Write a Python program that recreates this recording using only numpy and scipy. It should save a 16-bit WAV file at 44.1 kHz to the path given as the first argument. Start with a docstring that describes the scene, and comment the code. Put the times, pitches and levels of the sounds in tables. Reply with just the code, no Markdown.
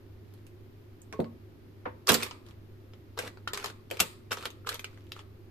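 """Chicken wings into a fryer basket

Raw wings are laid by hand into a paper-lined basket in a small kitchen.
Wet skin smacks and paper snaps as flurries of tiny clicks; dragged meat crackles in denser runs.
Nudges and landing meat ring damped basket modes with a dull rattle; air pockets pop as short rising tones.
The kitchen answers with decaying noise, and a motor hums as wavering tones over fan rumble and hiss."""
import sys
import numpy as np
from scipy import signal
from scipy.fft import rfft, irfft
from scipy.io import wavfile

SR = 44100
rng = np.random.default_rng(int(sys.argv[2]) if len(sys.argv) > 2 else 0)


def materialize(psi):
    """Save the field psi as 16-bit PCM at rate SR to the path in sys.argv[1].

    A 1-D psi becomes a single channel; in a 2-D psi each row is a channel.
    """
    bounded = np.clip(np.atleast_2d(psi).T, -1, 1)
    quanta = np.round(bounded * 32767).astype(np.int16)
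    wavfile.write(sys.argv[1], SR, quanta)


N = 242550
TIME = np.arange(N) / SR

# The clear smacks of wet skin and snaps of paper.
# Each row: start in seconds, relative level in dB, relative body in dB, relative treble in dB,
# fold resonance in Hz.
SMACKS_AND_SNAPS = [(0.3383, -56, -16, 9, 910), (0.467, -50.5, -21, 7, 2520),
                    (1.018, -65.5, -5, 23.5, 8600), (1.126, -30.5, -10, -10, 2370),
                    (1.202, -37, 2, -3.5, 902), (1.2436, -42.5, 1, -25, 2300),
                    (2.0716, -31.5, -3.5, 14.5, 5080), (2.0793, -18.5, -15, 0, 1030),
                    (2.0894, -6, -14.5, 1.5, 3040), (2.0983, -11.5, -8.5, -17, 950),
                    (2.1185, -21, -20, 10.5, 1270), (2.1314, -27, -8.5, 14, 3070),
                    (2.141, -15, -21, 6, 5010), (2.1466, -17, -26.5, -12, 4710),
                    (2.2242, -20.5, -22, -12.5, 2320), (2.2302, -19, -14, 0.5, 2450),
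                    (2.31, -29.5, -3, -34, 945), (2.9351, -43, -8, -29, 2230),
                    (3.1751, -32.5, 2.5, -16, 937), (3.1886, -19, -9.5, -4.5, 2400),
                    (3.3725, -43.5, 1.5, -29.5, 1410), (3.476, -21, -33, -14.5, 1310),
                    (3.533, -22, -7, -2, 996), (3.544, -24.5, -29, -11, 4430),
                    (3.5736, -22, -21, -5.5, 1200), (3.6425, -21.5, -3, -7.5, 1090),
                    (3.6586, -24, -11, -4.5, 947), (3.911, -23, -18, -5.5, 2410),
                    (3.9703, -32, -8, -10, 2390), (3.9939, -20.5, -17.5, -10, 1350),
                    (4.001, -9.5, -14, 4.5, 2730), (4.3166, -18, -5.5, -5, 1380),
                    (4.3284, -23, -30, -0.5, 2750), (4.371, -30.5, -5, -11, 1180),
                    (4.4541, -20, -6, -8, 3000), (4.5037, -38.5, -7, -2, 3330),
                    (4.6706, -21, -19, -11.5, 1060), (4.69, -18, -32, -3, 1420),
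                    (4.7431, -32, -27, 6.5, 3750), (4.7937, -28, -14, -2, 2420),
                    (4.8436, -23, -16, -13, 2430), (4.9746, -45.5, -0.5, -28, 1410),
                    (5.1191, -26, -27, -10.5, 3700), (5.1915, -35.5, -10, -29.5, 1034)]


def snaps(level_db=-11.0, treble_db=2.0, full_swell_s=.003, growth=.45):
    """Each snap is a quick flurry of ruptures; returns the near sound and the impulse sent to the room."""
    near, far = np.zeros((2, N)), np.zeros((2, N))
    t = TIME[:SR // 12]
    impulse = signal.unit_impulse(len(t))[None]
    for s, db, body, treble, fold_hz in list(SMACKS_AND_SNAPS) + creases():
        # a harder contact spreads over more skin and takes longer
        swell_s = full_swell_s * from_db(growth * db)
        swell = t / swell_s * np.exp(-t / swell_s)
        clicks = grains(per_s=12000, spread_db=1.5, size=len(t)) * swell
        clicks[0] += .3  # first touch
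        gain = from_db(db + level_db) * np.sqrt(SR / 200)
        tone = body, treble + treble_db, fold_hz
        pan_db, _ = hand_at(s)
        add(near, s, gain * placed(pan_db) * voiced(cavity(clicks), *tone))
        add(far, s + swell_s, gain * rng.choice([-1, 1]) * voiced(impulse, *tone))
    return near, far


def voiced(x, body_db, treble_db, fold_hz, fold_db=2.5, fold_q=4.5, soft_hz=3400):
    """Tone of one snap: body from the meat, a broad resonance of the fold, treble from the paper."""
    fold = signal.lfilter(*signal.iirpeak(fold_hz, fold_q, fs=SR), x + 1e-18)
    x = x + from_db(fold_db) * fold
    # wet skin rounds off the middle range
    middle = band(x, [1100, 5800], "band")
    smack = signal.lfilter(*signal.butter(1, soft_hz, fs=SR), middle)
    body = from_db(body_db) * unit_energy(band(x, [300, 1050], "band"))
    treble = from_db(treble_db) * unit_energy(band(x, 5400, "high"))
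    return body - unit_energy(smack) + treble


# Meat dragged over the liner.
# Each row: start in seconds, length in seconds, relative level in dB.
MEAT_DRAGS = [(0.242, 0.16, -79.5), (2.066, 0.028, -45), (2.083, 0.018, -29), (2.106, 0.06, -38),
              (2.164, .11, -46.5), (2.45, 0.06, -67), (3.168, 0.035, -49.5), (3.195, .09, -49),
              (3.53, 0.18, -49.5), (3.901, .08, -55.5), (3.986, 0.053, -49), (4.307, 0.023, -40),
              (4.339, .14, -52), (4.66, 0.1, -48.5), (4.898, 0.205, -74.5), (5.148, 0.0705, -61.5)]


def drags(edge_s=0.006):
    """Sticky skin slips over the paper in a dense run of small crackles."""
    out = np.zeros((2, N))
    for s, length_s, db in MEAT_DRAGS:
        t = TIME[:round((length_s + .04) * SR)]
        stroke = np.clip(np.minimum(t, length_s - t) / edge_s, 0, 1)
        crackle = stroke * grains(per_s=1200, spread_db=1.0, size=len(t))
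        add(out, s, from_db(db) * rms_one(cavity(crackle)))
    # soft meat damps the high end: Hz, dB
    return colour(out, [(120, -42), (400, 12.5), (1200, 10), (3000, 6.5), (6000, -3.5), (14000, -6.5)])


def creases(per_s=50, typical_db=-34, typical_drag_db=-50.0, follows=0.87, spread_db=3.5,
            body_db=-11.0, treble_db=-8.5, low_hz=1000, high_hz=2800):
    """Creases give way unevenly along each drag, louder under a harder one; rows as for the snaps."""
    rows = []
    for start, length_s, drag_db in MEAT_DRAGS:
        db = typical_db + follows * (drag_db - typical_drag_db)
        # one crease at a random moment in each equal slot of the drag
        for slot, (when, strength, fold) in enumerate(rng.random(size=(40, 3))):
            delay_s = (slot + when) / per_s
            if delay_s < length_s:
                fold_hz = low_hz * (high_hz / low_hz) ** fold
                crease_db = db + spread_db * (2 * strength - 1)
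                rows.append((start + delay_s, crease_db, body_db, treble_db, fold_hz))
    return rows


# Colour of the crackle inside the basket.
# Each row: frequency in Hz, gain in dB.
CRACKLE_COLOUR = [(150, -35), (400, 5.5), (700, -3.5), (1300, 2), (1900, -2.5), (3000, 1), (5000, 0.5),
                  (8000, 0.5), (9500, -3), (11500, 0.5), (14000, -3.5)]


def lined_basket(x):
    """The paper-lined basket tints the crackle made inside it."""
    return colour(x, CRACKLE_COLOUR)


def cavity(clicks, fade_s=0.012):
    """A click reaches the microphones directly, then scattered between the basket walls."""
    t = TIME[:SR // 25]
    response = unit_energy(stereo_noise(size=len(t)) * np.exp(-t / fade_s))
    # the direct sound reaches each microphone a few samples apart
    response[[0, 1], rng.integers(10, size=2)] += 1
    return unit_energy(signal.fftconvolve(clicks[None], response, axes=1)[:, :len(clicks)])


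# Where the hand works, gliding between rows.
# Each row: time in seconds, left over right in dB, relative level sent to the room in dB.
HAND_PATH = [(2.15, -3.5, -0.5), (2.4, 1, 2.8), (3.1, 1.0, -2.5)]


def hand_at(s):
    """Left-right balance and relative room level of the handling at time s."""
    times, pan_db, room_db = np.transpose(HAND_PATH)
    return np.interp(s, times, pan_db), np.interp(s, times, room_db)


# Resonances of basket and tray.
# Each row: frequency in Hz, relative level in dB, time to fall 60 dB in seconds.
BASKET_MODES = [(89, 7.5, 0.1), (152, -4, 0.24), (181.5, 2, 0.15), (231, 0.5, 0.24), (284.5, -3, 0.2),
                (340, -5, 0.12), (372, -6, 0.17), (432, -2, 0.15), (498.2, 1, 0.14), (531, -3.5, 0.17),
                (633, -2, 0.094), (698, -3, .08), (758, -0.5, 0.066), (894, -1, 0.034), (908, -4.5, 0.21),
                (1000, -0.5, 0.096), (1098, -10.5, .14), (1212, -3.5, 0.087), (1464, -9, 0.15),
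                (1554, -9, 0.088), (1753, -5.5, .06)]


def knocks(rise_s=.002, phase_spread=0.0017, rattle_db=-2.5, rattle_s=0.021):
    """A blow rings the basket modes near its own pitch: soft meat low, bone and fingernail higher."""
    out, t = np.zeros((2, N)), TIME[:SR // 3]
    hz, mode_db, t60 = np.transpose(BASKET_MODES)[:, :, None]
    bins = np.maximum(np.fft.rfftfreq(len(t), 1 / SR), 1)
    for s, db, centre_hz, octaves, pan_db in blows():
        # share of the blow at each frequency, with long skirts
        reach = lambda f: (1 + (np.log2(f / centre_hz) / octaves) ** 2 / 6) ** -3
        # the two microphones differ more in phase for the higher modes; spread in radians per Hz
        phase = rng.uniform(0, 2 * np.pi, hz.shape)
        phase = phase + phase_spread * hz * rng.standard_normal((2, len(hz), 1))
        modes = from_db(mode_db - 60 * t / t60) * np.sin(2 * np.pi * hz * t + phase)
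        ring = (reach(hz) * modes).sum(axis=1)
        # the many heavily damped modes of tray and meat merge into a short dull burst
        dull = reach(bins) / (1 + (bins / (3 * centre_hz)) ** 2)
        burst = irfft(rfft(stereo_noise(size=len(t))) * dull, len(t))
        rattle = burst * np.exp(-t / rattle_s)
        blow = unit_energy(ring) + from_db(rattle_db) * unit_energy(rattle)
        blow = blow * (1 - np.exp(-(t / rise_s) ** 2))
        add(out, s, from_db(db) * np.sqrt(SR / 300) * placed(pan_db) * unit_energy(blow))
    return out


# Blows on the basket.
# Each row: start in seconds, relative level in dB, centre of the first contact in Hz,
# its spread in octaves, settling weight in dB against the first contact, left over right in dB.
BASKET_BLOWS = [(1.125, -37, 500, 1.8, -7.5, 0), (1.134, -38, 1083, 0.02, -2, -4),
                (1.191, -17.5, 396, 0.58, -6, -0.5), (1.254, -46.5, 1085, 0.025, -20, 6),
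                (1.854, -29, 1450, 0.59, 2, -0.5), (2.094, -20.5, 720, 0.9, 0.5, -9),
                (2.118, -22, 399, 0.79, -11, -9.5), (2.142, -29.5, 438, 1.5, -11.5, -7),
                (3.188, -31, 560, 0.43, -25, 2), (3.230, -36.5, 470, 0.7, -12.5, 1),
                (3.262, -38.5, 400, 1.6, -10, 0.5), (3.909, -27.5, 515, 0.36, -19, 0.5),
                (4.004, -24.5, 900, 2.03, -5, -1.5), (4.314, -34, 800, 1.3, -16, 0),
                (4.456, -39, 560, 0.64, -15, 1)]


def blows(settle_s=.005, pitch_ratio=.4, widens=1.3):
    """Each knock is a first contact, then the weight settling a moment later, lower and broader."""
    for s, db, hz, octaves, weight_db, pan_db in BASKET_BLOWS:
        yield s, db, hz, octaves, pan_db
        yield s + settle_s, db + weight_db, hz * pitch_ratio, octaves * widens, pan_db


# Air pockets popping under wet skin.
# Each row: start in seconds, initial level in dB, starting pitch in Hz, time to fall 60 dB in seconds.
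AIR_POCKETS = [(3.4746, -22, 1360, 0.024), (4.314, -29, 1366, 0.031), (4.436, -36, 1324, 0.047),
               (4.648, -44, 1315, 0.033), (4.691, -34, 1434, 0.036), (4.716, -32.5, 1380, 0.028),
               (4.843, -36, 1500, 0.013), (5.165, -36, 1256, 0.016), (5.193, -46, 1350, 0.011)]


def pops(glide=0.1, lag_s=.0001):
    """A pocket opens and rings in a short decay, rising slightly in pitch."""
    out = np.zeros((2, N))
    # the right microphone hears it slightly later
    t = np.maximum(TIME[:SR // 12] - [[0], [lag_s]], 0)
    for s, db, hz, t60 in AIR_POCKETS:
        tone = np.sin(2 * np.pi * hz * t * (1 + glide * t / t60))
        add(out, s, from_db(db - 60 * t / t60) * tone)
    return out


# Kitchen reverberation.
# Each row: frequency in Hz, time to fall 60 dB in seconds.
KITCHEN_DECAY = [(150, 0.9), (500, 0.48), (1500, 0.39), (4000, 0.37), (12000, 0.32)]


def kitchen(x, build_s=0.0015):
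    """Diffuse reflections build up, then die away at a different rate in each octave."""
    t = TIME[:SR * 3 // 4]
    white, tail = stereo_noise(size=len(t)), 0
    for hz in 125 * 2. ** np.arange(8):
        octave = band(white, [hz / np.sqrt(2), hz * np.sqrt(2)], "band")
        tail = tail + octave * from_db(-60 * t / at_hz(KITCHEN_DECAY, hz))
    # room colour: Hz, dB
    tail = colour(tail, [(100, -5.5), (1500, 6.5), (5000, 3), (14000, 3)]) * (1 - np.exp(-t / build_s))
    return signal.fftconvolve(x, unit_energy(tail), axes=1)[:, :N]


# Motor lines. Each row: frequency in Hz, relative level in dB, waver as a share of the steady tone.
MOTOR_LINES = [(100.1, -54, 0.21), (73, -68, 1), (233.6, -75.5, 0.84), (359.7, -72, 0.3), (520, -78, 0.55)]
# Fan rumble and hiss. Each row: frequency in Hz, relative density in dB per Hz.
FAN_AIR = [(20, -2.5), (36, -18.5), (50, -8.5), (70, -12.5), (100, -1.5), (130, -7.5), (170, -11.5),
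           (280, -8.5), (385, -5), (450, -17.5), (800, -24.5), (2300, -31), (4800, -37), (8500, -48.5),
           (14000, -37.5)]


def motor(air_db=-54):
    """Motor lines waver in level and phase over fan rumble and a faint hiss."""
    lines = 0
    for hz, db, waver in MOTOR_LINES:
        wander = 1 + waver * (drift(6.0) + 1j * drift(6.5))
        tone = np.real(wander * np.exp(2j * np.pi * hz * TIME))
        lines = lines + from_db(db) * np.sqrt(2) * tone
    air = from_db(air_db) * rms_one(colour(stereo_noise(size=N), FAN_AIR))
    return lines * from_db([[-.8], [.7]]) + air  # tones slightly stronger on the right


# How alike the two microphones hear diffuse sound.
# Each row: frequency in Hz, correlation from 0 to 1.
LEFT_RIGHT_LIKENESS = [(25, 1), (70, 0.58), (350, .75), (700, 0), (1500, 0), (15000, 0)]


def stereo_noise(size):
    """White noise on two spaced microphones: alike in the deep bass, unrelated in the treble."""
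    alike = np.clip(at_hz(LEFT_RIGHT_LIKENESS, np.fft.rfftfreq(size, 1 / SR)), -1, 1)
    mid, side = rfft(rng.standard_normal((2, size)))
    spectra = np.sqrt(1 + alike) * mid + np.sqrt(1 - alike) * side * [[1], [-1]]
    return rms_one(irfft(spectra, size))


def grains(per_s, spread_db, size):
    """Tiny ruptures at random moments, a few larger than the rest."""
    born = rng.random(size) < per_s / SR
    sign = rng.choice([-1, 1], size)
    return born * sign * from_db(spread_db * np.minimum(rng.exponential(1, size), 4))


def drift(rate_hz):
    """Slow random wander of spread 1."""
    slow = 1 / (1 + (np.fft.rfftfreq(N, 1 / SR) / rate_hz) ** 4)
    return rms_one(irfft(rfft(rng.standard_normal(N)) * slow, N))


def placed(pan_db):
    """Left and right gains for a level difference, positive towards the left."""
    return from_db(.5 * pan_db * np.array([[1], [-1]]))


def colour(x, spectrum):
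    """Apply a smooth spectrum."""
    size = x.shape[-1]
    return irfft(rfft(x) * from_db(at_hz(spectrum, np.fft.rfftfreq(size, 1 / SR))), size)


def band(x, hz, kind):
    """Second-order Butterworth design."""
    sos = signal.butter(2, np.clip(hz, 10, .45 * SR), kind, fs=SR, output="sos")
    return signal.sosfilt(sos, x + 1e-18)


def at_hz(points, hz):
    """Read a table on a log-frequency axis."""
    freq, value = np.transpose(points)
    return np.interp(np.log(np.maximum(hz, 1)), np.log(freq), value)


def from_db(db):
    """Decibels to gain."""
    return 10 ** (np.asarray(db) / 20)


def rms_one(x):
    """Scale to unit rms."""
    return x / np.sqrt(np.mean(x ** 2) + 1e-20)


def unit_energy(x):
    """Scale to unit energy, averaged over the channels."""
    return rms_one(x) / np.sqrt(x.shape[-1])


def add(out, s, sound):
    """Mix a sound in at time s."""
    start = max(round(s * SR), 0)
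    part = sound[:, :N - start]
    out[:, start:start + part.shape[1]] += part


def scene():
    """Handling sounds close to the microphones, the kitchen answering, the motor behind."""
    hum = motor()
    rustle, wet = drags(), pops()
    thuds = band(knocks(), 55, "high")  # the small basket radiates little deep bass
    near, far = snaps()
    close = lined_basket(near + rustle) + thuds + wet
    radiated = from_db(-10.5) * lined_basket(far + rustle) + from_db(-14.0) * thuds + from_db(-3) * wet
    _, room_db = hand_at(TIME)
    return close + kitchen(from_db(room_db) * radiated) + hum


def record(dry, top=.8, cutoff_hz=14300):
    """The loudest peaks are rounded and the top is cut steeply."""
    rounded = top * np.tanh(dry / top)
    steep = signal.ellip(9, .2, 75, cutoff_hz, fs=SR, output="sos")
    return signal.sosfilt(steep, rounded)


dry = scene()
out = record(dry)
materialize(out)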